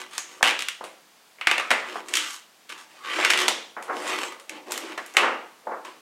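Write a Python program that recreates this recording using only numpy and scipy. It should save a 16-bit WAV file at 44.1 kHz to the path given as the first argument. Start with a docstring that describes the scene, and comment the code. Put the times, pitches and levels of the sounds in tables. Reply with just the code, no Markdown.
"""Peeling a metal lid off a crate

A thin sheet-metal lid is peeled back by hand from the liner of a wooden crate, indoors.
Creases pop and the seam tears in sharp clicks that ring; bending the sheet gives dull booms of filtered noise.
Random tiny slips make the edge scrape along the rim, and narrow bands of noise make it groan.
Short low thumps come as the loudest cracks overload the microphone.
A small room answers with fading noise, and still air hisses softly."""
import sys
import numpy as np
from scipy import signal
from scipy.fft import rfft, irfft
from scipy.io import wavfile
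from scipy.ndimage import uniform_filter1d

SR = 44100
rng = np.random.default_rng(int(sys.argv[2]) if len(sys.argv) > 2 else 0)


def generate_wav(signal):
    """Clip the signal to [-1, 1] and save it as 16-bit WAV at the path in sys.argv[1]."""
    frames = np.transpose(np.atleast_2d(signal))
    scaled = np.clip(frames, -1, 1) * 32767
    pcm = np.round(scaled).astype(np.int16)
    wavfile.write(sys.argv[1], SR, pcm)


N = 265021  # samples in the whole scene
TAPS = 32768  # samples in one blow
HZ = np.fft.rfftfreq(TAPS, 1 / SR)  # frequencies at which gains are given
AGE = np.arange(TAPS) / SR  # seconds since a blow
TIME = np.arange(N) / SR  # seconds since the start

# how long the sheet takes to die away by 60 dB: (f/Hz, t60/s)
RING = [(150, 0.4), (500, 0.58), (1400, 0.47), (3500, 0.49), (7000, 0.45), (14000, 0.25)]


def amp(db):
    """Turns decibels into a gain."""
    return 10 ** (np.asarray(db) / 20)


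def unit(x):
    """Scales to an rms of 1."""
    return x / np.sqrt(np.mean(x ** 2) + 1e-20)


def read(points, hz):
    """Reads a table at any frequency, with straight lines on a log-frequency axis."""
    f, value = np.transpose(points)
    return np.interp(np.log(hz + 1), np.log(f + 1), value)


def add(mix, s, sound):
    """Mixes a sound in at time s, in seconds."""
    part = mix[max(0, round(s * SR)):][:len(sound)]
    part += sound[:len(part)]


def colour(x, gain, size=4096):
    """Filters with the gain given on HZ, without sounding before its input does."""
    log_gain = np.log(np.maximum(gain[::TAPS // (2 * size)], 1e-5))
    circle = np.r_[log_gain, log_gain[-2:0:-1]]
    # the Hilbert transform finds the phase that makes the filter respond as early as it can
    spectrum = np.exp(np.conj(signal.hilbert(circle)))
    taps = np.fft.ifft(spectrum).real[:size]
    return signal.oaconvolve(x, taps)[:len(x)]


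def tail(t60):
    """Noise for crowded modes of random phase, each band dying at its own speed; energy 1."""
    hz, t, z = signal.stft(rng.standard_normal(TAPS), SR, nperseg=256)
    decay = amp(-60 * t / read(t60, hz)[:, None])
    y = signal.istft(z * decay, SR, nperseg=256)[1][:TAPS]
    return y / np.linalg.norm(y)


def registers():
    """Shares of bass, middle and treble at each frequency, adding up to 1."""
    bass = read([(650, 1), (1300, 0.054)], HZ)
    treble = read([(3000, 0), (6500, 0.85)], HZ)
    return bass, 1 - bass - treble, treble


def sheet_gain(lift=1., lowest_hz=125):
    """The sheet's response, mean power gain 1; in the deep bass its two faces cancel."""
    # what the sheet radiates, before scaling: (f/Hz, relative level/dB)
    radiation = [(35, -50.5), (60, -47), (212, -16), (354, -6.5), (398, -8.5), (448, -3), (621, -1.5),
                 (785, 0), (2300, 0.5), (3340, -3.5), (4860, -9.5), (5860, -10), (8510, -12.5),
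                 (13900, -26.5), (16000, -36)]
    # its strongest resonances, before lift scales them: (f/Hz, width/Hz, boost or cut/dB)
    resonances = [(332, 143, 8.5), (506, 42, 1.5), (646, 38, -5.5), (850, 35, -1), (886, 19, 3.5),
                  (1153, 110, 4), (1350, 27, -1.5), (1990, 22, 5), (2140, 11, 4.5), (2310, 67, 0.5),
                  (2660, 52.8, 4), (2720, 73, 0.5), (3040, 50, 4.5), (6600, 140, 3)]
    peaks_db = sum(db / (1 + (2 * (HZ - hz) / width) ** 2) for hz, width, db in resonances)
    cancelling = np.sqrt(1 + (lowest_hz / (HZ + 10)) ** 6)
    return unit(amp(read(radiation, HZ) + lift * peaks_db) / cancelling)


def crack(spread, rebound=1.0, gap=0.001041):
    """A patch pops and rebounds; treble bends travel faster, so each click is a falling chirp."""
    # gap is the typical wait for the rebound in seconds; spread sets how far the chirp is drawn out
    wait = gap * rng.uniform(0.582, 1.447)
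    again = rebound * np.exp(-2j * np.pi * HZ * wait)
    chirp = np.exp(-4j * np.pi * spread * np.sqrt(HZ))
    click = irfft(chirp + again * chirp ** 1.5) * np.exp(-(AGE / .015) ** 2)
    return click / np.linalg.norm(click)


def chatter(depth_db=1.5, settle=0.077):
    """A hard-shaken sheet rattles unevenly until it settles; settle in seconds."""
    flutter = unit(uniform_filter1d(rng.standard_normal(TAPS), size=150))
    return amp(depth_db * flutter * np.exp(-AGE / settle))


def still_air():
    """Still air in the room: steady noise with its own balance of bass and treble."""
    # its balance before scaling: (f/Hz, relative level/dB)
    balance = [(18, -70), (30, -37.5), (124, -19), (157, -7.5), (584, -7), (649, -3), (702, -3.5),
               (4300, -9.5), (4650, -9), (5450, -11.5), (6900, -12), (16000, -20.5)]
    noise = colour(rng.standard_normal(N), amp(read(balance, HZ)))
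    return amp(-56.5) * unit(noise)


def stroke_level(register):
    """Each stroke swells, holds and dies away; gain in the bass (0), middle (1) or treble (2)."""
    # edge moving along the rim: (start/s, rise/s, hold/s, relative level/dB, extra bass/dB, extra treble/dB)
    strokes = [(0, 0.0013, 0.004, -36, -2.5, 2.5), (0.076, 0.087, 0.031, -41.5, -7, 4.5),
               (0.27, 0.044, 0.072, -49.5, 2.5, 4), (1.825, 0.066, 0.08, -39, 2, -3),
               (2.038, 0.068, 0.1, -45.5, 7.5, 6), (2.186, 0.051, .02, -35, -14, 1.5),
               (2.243, 0.049, 0.051, -43.5, -23, 13), (2.68, 0.028, 0.0092, -39, -5.5, -1.5),
               (2.767, .02, 0.027, -47.5, -4, 5), (2.866, 0.059, 0.18, -54.5, 0, 2),
               (2.985, 0.25, 0.056, -25, -5.5, -8), (3.283, 0.083, 0.074, -29.5, 5.5, -10),
               (3.88, 0.13, 0.11, -39.5, 10, 2), (4.029, 0.061, 0.049, -28.5, 0, -3),
               (4.14, 0.058, 0.068, -33.5, 0, 1), (4.466, 0.066, 0.043, -44.5, 6, -18),
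               (4.644, 0.046, 0.14, -46.5, 11, -3), (4.795, 0.047, 0.083, -41, 2, -6),
               (5.02, 0.063, 0.037, -50.5, 6, 0), (5.838, 0.015, 0.017, -44.5, 5, -14)]
    # time to die away by 60 dB in the bass, middle and treble: (t60/s)
    release = [0.45, 0.32, 0.24]
    power = np.zeros(N)
    for start, rise, hold, db, bass_db, treble_db in strokes:
        swell = np.sin(np.pi / 2 * np.clip((TIME - start) / rise, 0, 1)) ** 2
        fade_age = np.clip(TIME - start - rise - hold, 0, 2)
        fade = np.exp(-np.log(1000) * fade_age / release[register])
        level = amp(db + (bass_db, 0, treble_db)[register])
        power += (level * swell * fade) ** 2
    return np.sqrt(power)


def crinkles(per_s=60, uneven_db=4, level_db=-6, treble_db=0):
    """Tiny creases that tick at random, each one a small crack coloured by the sheet."""
    strength = amp(uneven_db * np.minimum(rng.exponential(1, N), 3))
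    ticks = (rng.random(N) < per_s / SR) * strength
    ticks = signal.oaconvolve(ticks, crack(spread=0.0342))[:N]
    return amp(level_db) * colour(unit(ticks), sheet_gain() * amp(treble_db * registers()[2]))


def bend(x, depth_db):
    """As the sheet's curve changes, groups of modes swell and fade."""
    z = signal.stft(x, nperseg=512, noverlap=384)[2]
    # random levels, smoothed over neighbouring frequencies and then over time
    patches = uniform_filter1d(rng.standard_normal(z.shape), size=3, axis=0)
    patches = unit(uniform_filter1d(patches, size=22, axis=1))
    y = signal.istft(z * amp(depth_db * patches), nperseg=512, noverlap=384)[1][:N]
    return unit(y) * np.std(x)


def drag(slips_per_s=1100, uneven_db=3, rub=0.49, ring_db=-2, level_db=-1, judder_db=1.27):
    """Tiny slips of the edge on the rim set the sheet hissing and ringing."""
    strength = amp(uneven_db * np.minimum(rng.exponential(1, N), 4))
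    slips = (rng.random(N) < slips_per_s / SR) * rng.choice([-1, 1], N) * strength
    # the edge catches and lets go every few milliseconds
    judder = amp(judder_db * unit(uniform_filter1d(rng.standard_normal(N), size=260)))
    force = judder * (unit(slips) + rub * rng.standard_normal(N))
    ringing = signal.oaconvolve(force, tail(RING))[:N]
    force = unit(force + amp(ring_db) * ringing)
    scrape = bend(colour(force, sheet_gain(lift=1.1)), depth_db=2.5) + crinkles()

    out = np.zeros(N)
    for register, share in enumerate(registers()):
        band_filter = np.fft.fftshift(irfft(share))
        # dropping the first half filter length keeps the band in time
        part = signal.fftconvolve(scrape, band_filter)[TAPS // 2:][:N]
        out += part * stroke_level(register)
    return amp(level_db) * out


def room(x, delay=.006):
    """The walls' diffuse answer: fading noise after a short delay in seconds."""
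    # time for the room to die away by 60 dB: (f/Hz, t60/s)
    wall_decay = [(150, 0.64), (1000, 0.19), (4000, 0.16), (14000, 0.068)]
    out = np.zeros(N)
    add(out, delay, signal.oaconvolve(x, tail(wall_decay))[:N])
    return out


def pops(uneven_db=1.2, fade_db=2.2):
    """Lists every snap: the single creases, then each tear unzipping at its own pace."""
    # single creases popping:
    # (t/s, relative energy/dB, extra bass/dB, extra treble/dB, ring against crack/dB, crease's own pitch f/Hz)
    creases = [(.1798, 1, -8.5, 7.5, -2.5, 6650), (.428, 13.5, 2.5, 1, -4.5, 1630),
               (.4776, 0.5, 0.5, 1, 1, 2580), (.6852, 3, -37, 7, -4, 2930), (.84, -27.5, 9, -1, 20.5, 9800),
               (1.4114, -2, -10, -13, 2.5, 2300), (1.4709, 12, -4.5, -5, 0.5, 2400),
               (1.513, 10, -1, -5, -1, 2570), (1.5805, 5, 1, -4, -3.5, 2370),
               (1.598, -1.5, 0.5, -4, 4.5, 1290), (1.7054, 6.5, -5, -1, 1.5, 2050),
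               (1.7129, 9, -0.5, -3.5, 1.5, 1930), (2.085, -9.5, -29, 4.5, 3, 7940),
               (2.6932, -26, -17, 10, 13.5, 2776), (3.2486, 13.5, -31, -1, -5, 2470),
               (3.3013, 6.5, -7, 3, 2, 2520), (3.3044, 6, -4.5, 7, 2, 2000), (3.325, -3.5, 2, -1, -4, 2760),
               (3.335, 8.5, -8, -4, -1, 2860), (3.4812, 7.5, 0.5, 6.5, 0.5, 3500),
               (3.4851, 7, 1, 1.5, -3, 5700), (3.825, -16.5, 4, 2, 8.5, 11000),
               (4.0747, -18, -9, 7.5, 12.5, 7540), (4.3227, -16, 3, 1, 4.5, 1200),
               (4.3983, -17.5, -14, 3, .5, 9700), (4.4946, -8.5, -36, 11, -2.5, 2540),
               (4.7085, -14, -4, 5, 6, 7520), (4.72, -3, -0.5, 12, 0.5, 13300),
               (4.7771, -2, -18, 7.5, -2, 13060), (4.9769, -8.5, 1.5, -0.5, 5.5, 1670),
               (5.062, -27, -1, 20, 2, 12000), (5.138, -30, -3, 20, 8, 2140),
               (5.1679, 13, -4, -2, 1.5, 2740), (5.1706, 2, -11, 6, -7, 2760),
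               (5.1833, 3, -9, -20, 7, 1260), (5.8491, -19.5, -3, 2, 12, 1000)]
    # the seam tearing in a quick run of snaps: (start/s, length/s, gap/s, relative energy/dB,
    # extra bass/dB, extra treble/dB, ring against crack/dB, pitch f/Hz)
    tears = [(0.134, .03, 0.017, -25, -2, 13, -7, 9150), (0.4397, .077, 0.0086, 4.5, -6, -2.5, -1.5, 2920),
             (0.591, .037, .0155, -1, -29, 6, -1, 3320), (2.1376, .04, .0163, 4.5, -37, 10.5, 3.5, 3100),
             (3.375, .048, .0137, -3, -7, 7, 6.5, 3200), (4.739, .027, .018, -12, -2, 5, 2.5, 2980)]
    rows = list(creases)
    for start, length, gap, db, *timbre in tears:
        for age in np.arange(0, length, gap):
            # a tear weakens as it runs, with some chance in each snap
            snap_db = db - fade_db * age / length + uneven_db * rng.standard_normal()
            rows.append((start + age, snap_db, *timbre))
    return rows


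def snaps(spread=0.03528, crack_db=0, echo_db=-9, early_db=-5, ring_db=-4, early_time=0.008, echo_time=0.0066,
          hump_db=5, hump_octaves=0.43, peak_db=6, sharpness=10, trim_db=-3):
    """Each snap: a crack, its echoes from the sheet's edges, then the ring of the whole sheet."""
    out = np.zeros(N)
    bass, _, treble = registers()
    near, ringing = sheet_gain(lift=0.47), sheet_gain(lift=0.37)
    fade_times = np.array([[echo_time], [early_time]])  # seconds
    for s, db, bass_db, treble_db, share_db, hz in pops():
        click = crack(spread * rng.uniform(0.862, 1.231))
        echoes, early = rng.standard_normal((2, TAPS)) * np.exp(-AGE / fade_times)
        direct = amp(crack_db) * click + amp(echo_db) * echoes / np.linalg.norm(echoes)
        ring = amp(early_db) * early / np.linalg.norm(early) + amp(ring_db) * tail(RING)
        # the popping patch favours a band set by its size, and rings at the middle of that band
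        octaves = np.log2((HZ + 1) / hz)
        hump = hump_db / (1 + (octaves / hump_octaves) ** 2)
        tilt = amp(trim_db + bass_db * bass + treble_db * treble + hump)
        peak = amp(peak_db / (1 + (sharpness * octaves) ** 2))
        direct = colour(direct, near * tilt)
        ring = colour(ring * chatter(), ringing * tilt * peak)
        add(out, s, amp(db) * (direct + amp(share_db) * ring))
    return out


def flexes(low_hz=260, slope=4.42, low_db=2, knock=0.52, knock_time=0.0018):
    """A broad buckle is a soft blow: it stirs mainly the modes below its top edge."""
    # the sheet buckling as a whole: (t/s, relative level/dB, top edge f/Hz, swell/s, t60/s)
    buckles = [(.409, -33.5, 1400, 0.0011, 0.096), (.45, -27.5, 2400, 0.013, 0.45),
               (.809, -35.5, 1260, 0.0013, 0.25), (1.384, -48, 2720, .0022, .22),
               (1.706, -23, 2000, 0.0026, 0.31), (1.761, -34.5, 2150, 0.0031, 0.67),
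               (1.957, -29.5, 1583, 0.0003, .19), (3.183, -26, 1090, 0.0022, 0.26),
               (3.765, -31.5, 1660, .004, 0.32), (3.871, -34.5, 1410, .015, 0.27),
               (3.896, -25.5, 1580, 0.0013, 0.31), (4.975, -32, 1920, 0.0016, 0.21),
               (5.142, -35.5, 2400, 0.0092, 0.23), (5.169, -25.5, 1260, 0.0071, 0.66),
               (5.207, -20, 1840, 0.03, .47), (5.631, -49, 695, 0.031, 0.44),
               (5.668, -29.5, 1110, 0.0035, 0.48), (5.705, -31.5, 1400, 0.02, 0.34)]
    out = np.zeros(N)
    for s, db, edge_hz, swell, t60 in buckles:
        # as the sheet lifts off, its two faces cancel more: the bass edge climbs from 90 Hz by 24 Hz a second
        body = sheet_gain(lift=0.23, lowest_hz=90 + 24 * s) * amp(low_db / (1 + (HZ / low_hz) ** 2))
        softness = np.sqrt(1 + (HZ / edge_hz) ** (2 * slope))
        shaken = rng.standard_normal(TAPS) * chatter(depth_db=1.5, settle=.15)
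        modes = unit(colour(shaken, body / softness))
        decay = np.exp(-np.log(1000) * np.maximum(AGE - swell, 0) / t60)
        shape = np.minimum(AGE / swell, 1) * decay
        # the start of the buckle is a little louder
        add(out, s, amp(db) * modes * shape * (1 + knock * np.exp(-AGE / knock_time)))
    return out


def thumps(rise=0.0005):
    """Low thumps as the loudest cracks overload the microphone: no ring, a peak after rise seconds."""
    # when they come and how strong they are: (t/s, peak level/dB)
    peaks = [(0.429, -29.5), (1.471, -31), (3.481, -50), (5.166, -77)]
    out = np.zeros(N)
    u = AGE / rise
    for s, db in peaks:
        add(out, s, amp(db) * u * np.exp(1 - u))
    return out


def groans():
    """Friction feeds one resonance of the bent sheet, which swells and fades as a rough tone."""
    # rubbing that catches a resonance: (start/s, length/s, pitch f/Hz, width/Hz, level before the swell/dB)
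    rubs = [(2.961, .2, 1160, 100, -40), (3.084, .26, 7300, 600, -46), (3.138, 0.11, 345, 60, -34),
            (3.198, .08, 2390, 380.2, -26), (3.948, .2, 8900, 1400, -52), (4.155, .18, 7700, 610, -45.5),
            (4.174, 0.49, 580, 129.6, -63), (4.45, .22, 313, 59.4, -52), (4.675, 0.15, 288, 50.76, -52),
            (4.778, 0.18, 350, 70, -43.5)]
    out = np.zeros(N)
    for s, length, hz, width, db in rubs:
        resonance = 1 / (1 + ((HZ - hz) / width) ** 2) ** 2
        tone = unit(irfft(rfft(rng.standard_normal(TAPS)) * resonance))
        swell = np.hanning(round(length * SR))
        add(out, s, amp(db) * unit(tone[:len(swell)]) * swell)
    return out


def scene(room_db=-11):
    """Adds up the lid, the room's answer to it, the low thumps and the still air."""
    lid = snaps() + flexes() + drag() + groans()
    mix = lid + amp(room_db) * room(lid) + thumps() + still_air()
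    return mix[None]


def record(dry):
    """The loudest cracks overload the microphone; then a filter takes off the highest treble."""
    clipped = dry / (1 + dry ** 12) ** (1 / 12)
    low_pass = signal.firwin(255, 16100, window=("kaiser", 8), fs=SR)  # cutoff in Hz
    return signal.oaconvolve(clipped, low_pass[None], "same")


dry = scene()
out = record(dry)
generate_wav(out)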